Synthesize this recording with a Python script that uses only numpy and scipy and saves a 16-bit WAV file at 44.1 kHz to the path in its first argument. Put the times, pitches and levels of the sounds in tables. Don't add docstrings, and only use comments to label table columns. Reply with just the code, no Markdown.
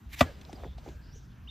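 import sys
import numpy as np
from scipy import signal
from scipy.io import wavfile

SR = 44100
rng = np.random.default_rng(int(sys.argv[2]) if len(sys.argv) > 2 else 0)


def wav_record(signal):
    frames = np.transpose(np.atleast_2d(signal))
    bounded = np.clip(frames, -1, 1)
    quanta = np.round(bounded * 32767).astype(np.int16)
    wavfile.write(sys.argv[1], SR, quanta)


N = 66150

# f/Hz, level/dB, time to fall by 60 dB/s
BLOCK_MODES = [(86, -15, 0.14), (115.7, -14.5, .07), (250, 1, 0.077), (600, -5, 0.027), (690, -6.5, 0.029),
               (906, -20, 0.017), (1180, -4.5, 0.038), (1410, -10.5, 0.018), (1948, -9, 0.048),
               (2300, -11, 0.015), (2550, -21, 0.008), (2560, -20, 0.033), (3100, -20.5, .03),
               (3450, -7, 0.0095)]
# t/s, level/dB, lowest f/Hz, highest f/Hz excited
CONTACTS = [(.2080, -17.5, 990, 4600), (0.2091, -11, 790, 3532), (.2109, -7, 510, 3000),
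            (.2120, -8.5, 345, 1178), (.2126, -8.5, 163, 483), (0.217, -10.5, 52.5, 169),
            (.2165, -25, 1514, 4500), (.2270, -26.5, 600, 3500)]
CONTACT_SPREAD_DB = 0.5
# f/Hz, side minus mid level/dB
BLOCK_WIDTH = [(60, -26), (110, -24), (200, -28.5), (380, -3), (700, -14), (1290, -1.5), (2380, -13),
               (4400, -21), (8120, -1.5), (15000, -2)]
MODE_SIDE_DB = -7.5

# f/Hz, relative level per Hz/dB
CRACK_COLOUR = [(180, -33), (300, -6.5), (667, -9.5), (1720, -11), (1970, -11), (4750, -17), (5160, -22.5),
                (6960, -24), (9710, -40.5), (14500, -31.5), (16000, -65)]
# f/Hz, time to fall by 60 dB/s
CRACK_T60 = [(300, 0.09), (1500, 0.065), (5000, 0.042), (9000, 0.083), (15000, .05)]
CRACK_S, CRACK_DB, CRACK_RISE_S = .2074, -16.5, 0.0011
SETTLE_DB, SETTLE_T60_S = -33.5, 0.74

# t/s, level/dB
RASP_LEVEL = [(.09, -67.5), (.124, -55.5), (.131, -46.5), (.146, -43.5), (.156, -55.5), (.172, -51.5),
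              (.19, -44), (.194, -34.5), (.204, -38.5), (.212, -39)]
# f/Hz, relative level per Hz/dB
RASP_COLOUR = [(400, -28), (700, -11), (1400, -12), (2100, -1), (3200, -4), (4600, -11), (6700, -10.5),
               (8600, -19.5), (10000, -31.5), (11500, -16), (13500, -8), (16000, -24)]
RASP_GRAINS_PER_S = 12000

# t/s, level/dB, pitch f/Hz, length of ring/cycles
KNOCKS = [(.494, -40.5, 752, 8.6), (.530, -38.5, 287, 2.4), (.531, -40.5, 650, 3.5), (.534, -37, 250, 3.6),
          (.636, -34.5, 510, 2.7), (.636, -38, 900, 1.8), (.643, -42.5, 1927, 5.2), (.647, -33.5, 700, 1.7),
          (.653, -34, 314, 1.6), (0.656, -42.5, 131, 4.7), (.660, -41, 444, 5.6), (.667, -38, 193, 1),
          (.676, -47, 470, 2), (.783, -43.5, 710, 5.3), (.812, -80, 297, 2.3), (.862, -45, 790, 6.4),
          (.863, -39, 425, 2.7), (.872, -42.5, 600, 1.34), (.877, -32.5, 332, 2.26), (0.879, -53, 2380, 12),
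          (.883, -46, 580, 2.7), (.887, -46.5, 805, 3.5), (.888, -43, 344, 7.3), (.893, -45, 390, 3.4),
          (1.157, -53, 453, 7.3)]
# t/s, level/dB
RUSTLE_LEVEL = [(.2, -82), (.25, -48.5), (.34, -61), (.47, -57.5), (.56, -56), (.66, -56), (.71, -67.5),
                (.76, -66), (.85, -57), (.885, -53.5), (.93, -60), (1.0, -67.5), (1.1, -68), (1.5, -78)]
# f/Hz, relative level per Hz/dB
RUSTLE_COLOUR = [(150, -38), (250, -0.5), (629, -6), (906, -11.5), (4900, -21.5), (8550, -32),
                 (10000, -77.5), (11100, -38.5), (14400, -30.5), (16000, -50)]
# t/s, level/dB, lowest f/Hz, length/s (loudest halfway)
TICKS = [(0.412, -52.5, 1440, 0.0044), (0.4508, -47, 3740, 0.00067), (0.528, -48, 1000, 0.0042),
         (0.778, -58.5, 1800, 0.011), (0.888, -56, 2000, 0.0019), (1.155, -64, 1480, 0.0039)]
TICK_TOP_HZ = 5200

# start t/s, length/s, level/dB, start f/Hz, end f/Hz, breath to each side f/Hz
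BIRDS = [(0.314, 0.011, -68, 4900, 5000, 72), (0.334, .025, -67, 4830, 5113, 100),
         (0.484, 0.03, -65.5, 5200, 6000, 480), (.543, 0.03, -60, 5100, 4700, 86),
         (1.008, 0.14, -67.5, 4700, 4990, 400), (1.115, 0.06, -63, 5320, 6500, 120),
         (1.144, 0.058, -63, 6380, 5910, 650), (1.191, 0.082, -71.5, 5960, 5600, 780),
         (1.285, 0.0564, -74, 3346, 3410, 217), (1.473, 0.013, -46.5, 2660, 3340, 11),
         (1.484, 0.022, -45.5, 3636, 3643, 17.5), (1.486, .04, -60, 2870, 3100, 160)]
# start t/s, length/s, level/dB, start f/Hz, end f/Hz, spread to each side f/Hz
HISSES = [(.255, 0.056, -51.5, 1685, 1650, 60), (.25, 0.081, -51.5, 600, 519, 114),
          (.54, 0.15, -55, 692, 701.3, 116), (.58, 0.17, -66.5, 3450, 3450, 197),
          (.80, 0.429, -69.5, 1654, 1597, 114), (.83, .14, -71.5, 6160, 6610, 600),
          (1.28, 0.21, -72.5, 1628, 1637, 152)]

# t/s, level/dB
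RUMBLE_LEVEL = [(0, -41), (.1, -52), (.3, -49.5), (.5, -53), (.63, -47), (.78, -44.5), (.84, -57),
                (.9, -48.5), (1.03, -49), (1.11, -58.5), (1.17, -45.5), (1.3, -58), (1.45, -47)]
RUMBLE_HZ, RUMBLE_WIDTH_HZ = 64.2, 16
THROB_PER_S, THROB_FIRST_S = 14.6, -.012
THROB_SPREAD_DB, THROB_NOISE_DB = 3, -7

# f/Hz, relative level per Hz/dB
AIR_COLOUR = [(15, -30), (25, 7), (141, -1), (256, -13), (363, -23.5), (451, -39.5), (624, -32), (962, -25),
              (1650, -31.5), (3340, -35), (4870, -41.5), (6380, -41.5), (9840, -61), (13600, -39.5),
              (16000, -56.5)]
# f/Hz, side minus mid level/dB
WIDTH = [(60, -18.5), (110, -22.5), (200, -12), (380, -6), (700, -9), (1290, -2), (2380, -12),
         (4400, -32.5), (8120, 8), (15000, -3)]
AIR_DB = -48.5

MIC_LOW_HZ, TOP_STOP_HZ = 38.27, 16300


def amp(db):
    return 10 ** (np.asarray(db, float) / 20)


def unit(x):
    return x / np.sqrt(np.mean(x ** 2) + 1e-20)


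def at_hz(points, hz):
    p = np.array(points, float)
    return np.interp(np.log(hz), np.log(p[:, 0]), p[:, 1])


def level(rows, outside_db=None):
    s, db = np.transpose(rows)
    return amp(np.interp(np.arange(N) / SR, s, db, outside_db, outside_db))


def drift(rate_hz):
    r = np.exp(-2 * np.pi * rate_hz * 40 / SR)
    noise = rng.standard_normal(N // 40 + 2002)
    slow = signal.lfilter([1], [1, -2 * r, r * r], noise)[2000:]
    return np.interp(np.arange(N) / 40, np.arange(len(slow)), unit(slow))


def band(x, low_hz, high_hz):
    top_hz = min(max(high_hz, 1.2 * low_hz), .45 * SR)
    return signal.sosfilt(signal.butter(2, [low_hz, top_hz], "band", fs=SR, output="sos"), x)


def white():
    return rng.standard_normal((2, 2, N))


def coloured(source, spectrum, width, patchy_db=0., shape=lambda hz: 1):
    out, norm = 0, 0
    edges = 25 * 2 ** (np.arange(29) / 3)
    for k, (low, high) in enumerate(zip(edges, edges[1:])):
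        hz = np.sqrt(low * high)
        if hz < spectrum[0][0]:
            continue
        mid, side = band(source[k % 2], low, high)
        gain = amp(at_hz(spectrum, hz))
        norm += gain ** 2 * np.mean(mid ** 2)
        flicker = amp(patchy_db * drift(7.9))
        stereo = mid + amp(at_hz(width, hz)) * side * [[1], [-1]]
        out = out + gain * flicker * shape(hz) * stereo
    return out / np.sqrt(norm)


def block():
    out = np.zeros((2, N))
    luck = rng.standard_normal((len(CONTACTS), len(BLOCK_MODES)))
    pushes = []
    for s, db, low, high in CONTACTS:
        click = amp(db) * (np.arange(N) == int(s * SR)) + 1e-18
        pushes.append(band(click, low, high))
    for k, (hz, mode_db, t60) in enumerate(BLOCK_MODES):
        r = amp(-60 / (t60 * SR))
        w = 2 * np.pi * hz / SR
        push = amp(mode_db + CONTACT_SPREAD_DB * luck[:, k]) @ np.array(pushes)
        rung = signal.lfilter([0, np.sin(w)], [1, -2 * r * np.cos(w), r * r], push)
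        lean = (-1) ** k * amp(MODE_SIDE_DB + at_hz(BLOCK_WIDTH, hz))
        out += rung * (1 + lean * np.array([[1], [-1]]))
    return out


def crack():
    t = np.maximum(np.arange(N) / SR - CRACK_S, 0)
    rise = 1 - np.exp(-t / CRACK_RISE_S)
    tail = amp(SETTLE_DB - 60 * t / SETTLE_T60_S)

    def shape(hz):
        return rise * (amp(-60 * t / at_hz(CRACK_T60, hz)) + tail)

    return amp(CRACK_DB) * coloured(white(), CRACK_COLOUR, BLOCK_WIDTH, shape=shape)


def rasp():
    sizes = amp(2.2 * rng.exponential(1, (2, 2, N))) * rng.choice([-1, 1], (2, 2, N))
    grains = sizes * (rng.random((2, 2, N)) < RASP_GRAINS_PER_S / SR)
    return level(RASP_LEVEL, -120) * coloured(grains, RASP_COLOUR, BLOCK_WIDTH, patchy_db=2.0)


def knocks():
    out, t = np.zeros(N), np.arange(N) / SR
    for (s, db, hz, cycles), turn in zip(KNOCKS, rng.random(len(KNOCKS))):
        u = np.maximum(t - s, 0) * hz
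        swell = 5 * u / cycles
        out += amp(db) * swell * np.exp(1 - swell) * np.sin(2 * np.pi * (u + turn))
    return out


def rustle():
    return level(RUSTLE_LEVEL) * coloured(white(), RUSTLE_COLOUR, WIDTH, patchy_db=0.5)


def ticks():
    out, t = np.zeros(N), np.arange(N) / SR
    for s, db, low, length in TICKS:
        u = np.maximum(t - s, 0) / length * 2
        puff = unit(band(rng.standard_normal(N), low, TICK_TOP_HZ))
        out += amp(db) * puff * u * np.exp(1 - u)
    return out


def notes(table):
    out, t = np.zeros(N), np.arange(N) / SR
    for s, length, db, start_hz, end_hz, width_hz in table:
        u = np.clip((t - s) / length, 0, 1)
        a, b = signal.lfilter(*signal.butter(2, width_hz, fs=SR), rng.standard_normal((2, N)))
        breath = np.clip(width_hz / 120, 0, 1)
        phase = 2 * np.pi * np.cumsum(start_hz + (end_hz - start_hz) * u) / SR
        note = (1 - breath + breath * unit(a)) * np.sin(phase) + breath * unit(b) * np.cos(phase)
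        swell = np.sqrt(np.abs(np.sin(np.pi * u))) * (u < 1)
        out += amp(db) * swell * note
    return out


def rumble():
    k = np.arange(1, 22)
    at = ((THROB_FIRST_S + k / THROB_PER_S) * SR).astype(int)
    inside = at < N
    strengths = amp(THROB_SPREAD_DB * rng.standard_normal(len(k)))
    firings = np.full(N, 1e-18)
    firings[at[inside]] = strengths[inside]

    def ring(x):
        return unit(band(x, RUMBLE_HZ - RUMBLE_WIDTH_HZ / 2, RUMBLE_HZ + RUMBLE_WIDTH_HZ / 2))

    throb = ring(firings) + amp(THROB_NOISE_DB) * ring(rng.standard_normal(N))
    return level(RUMBLE_LEVEL) * unit(throb)


def air():
    return amp(AIR_DB) * coloured(white(), AIR_COLOUR, WIDTH, patchy_db=2.5)


def scene():
    cut = block() + crack() + rasp()
    shifting = knocks() + rustle() + ticks()
    background = notes(BIRDS) + notes(HISSES) + rumble() + air()
    return cut + shifting + background


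def record(dry):
    x = signal.sosfilt(signal.butter(3, MIC_LOW_HZ, "high", fs=SR, output="sos"), dry)
    return signal.sosfilt(signal.cheby2(12, 70, TOP_STOP_HZ, fs=SR, output="sos"), x)


dry = scene()
out = record(dry)
wav_record(out)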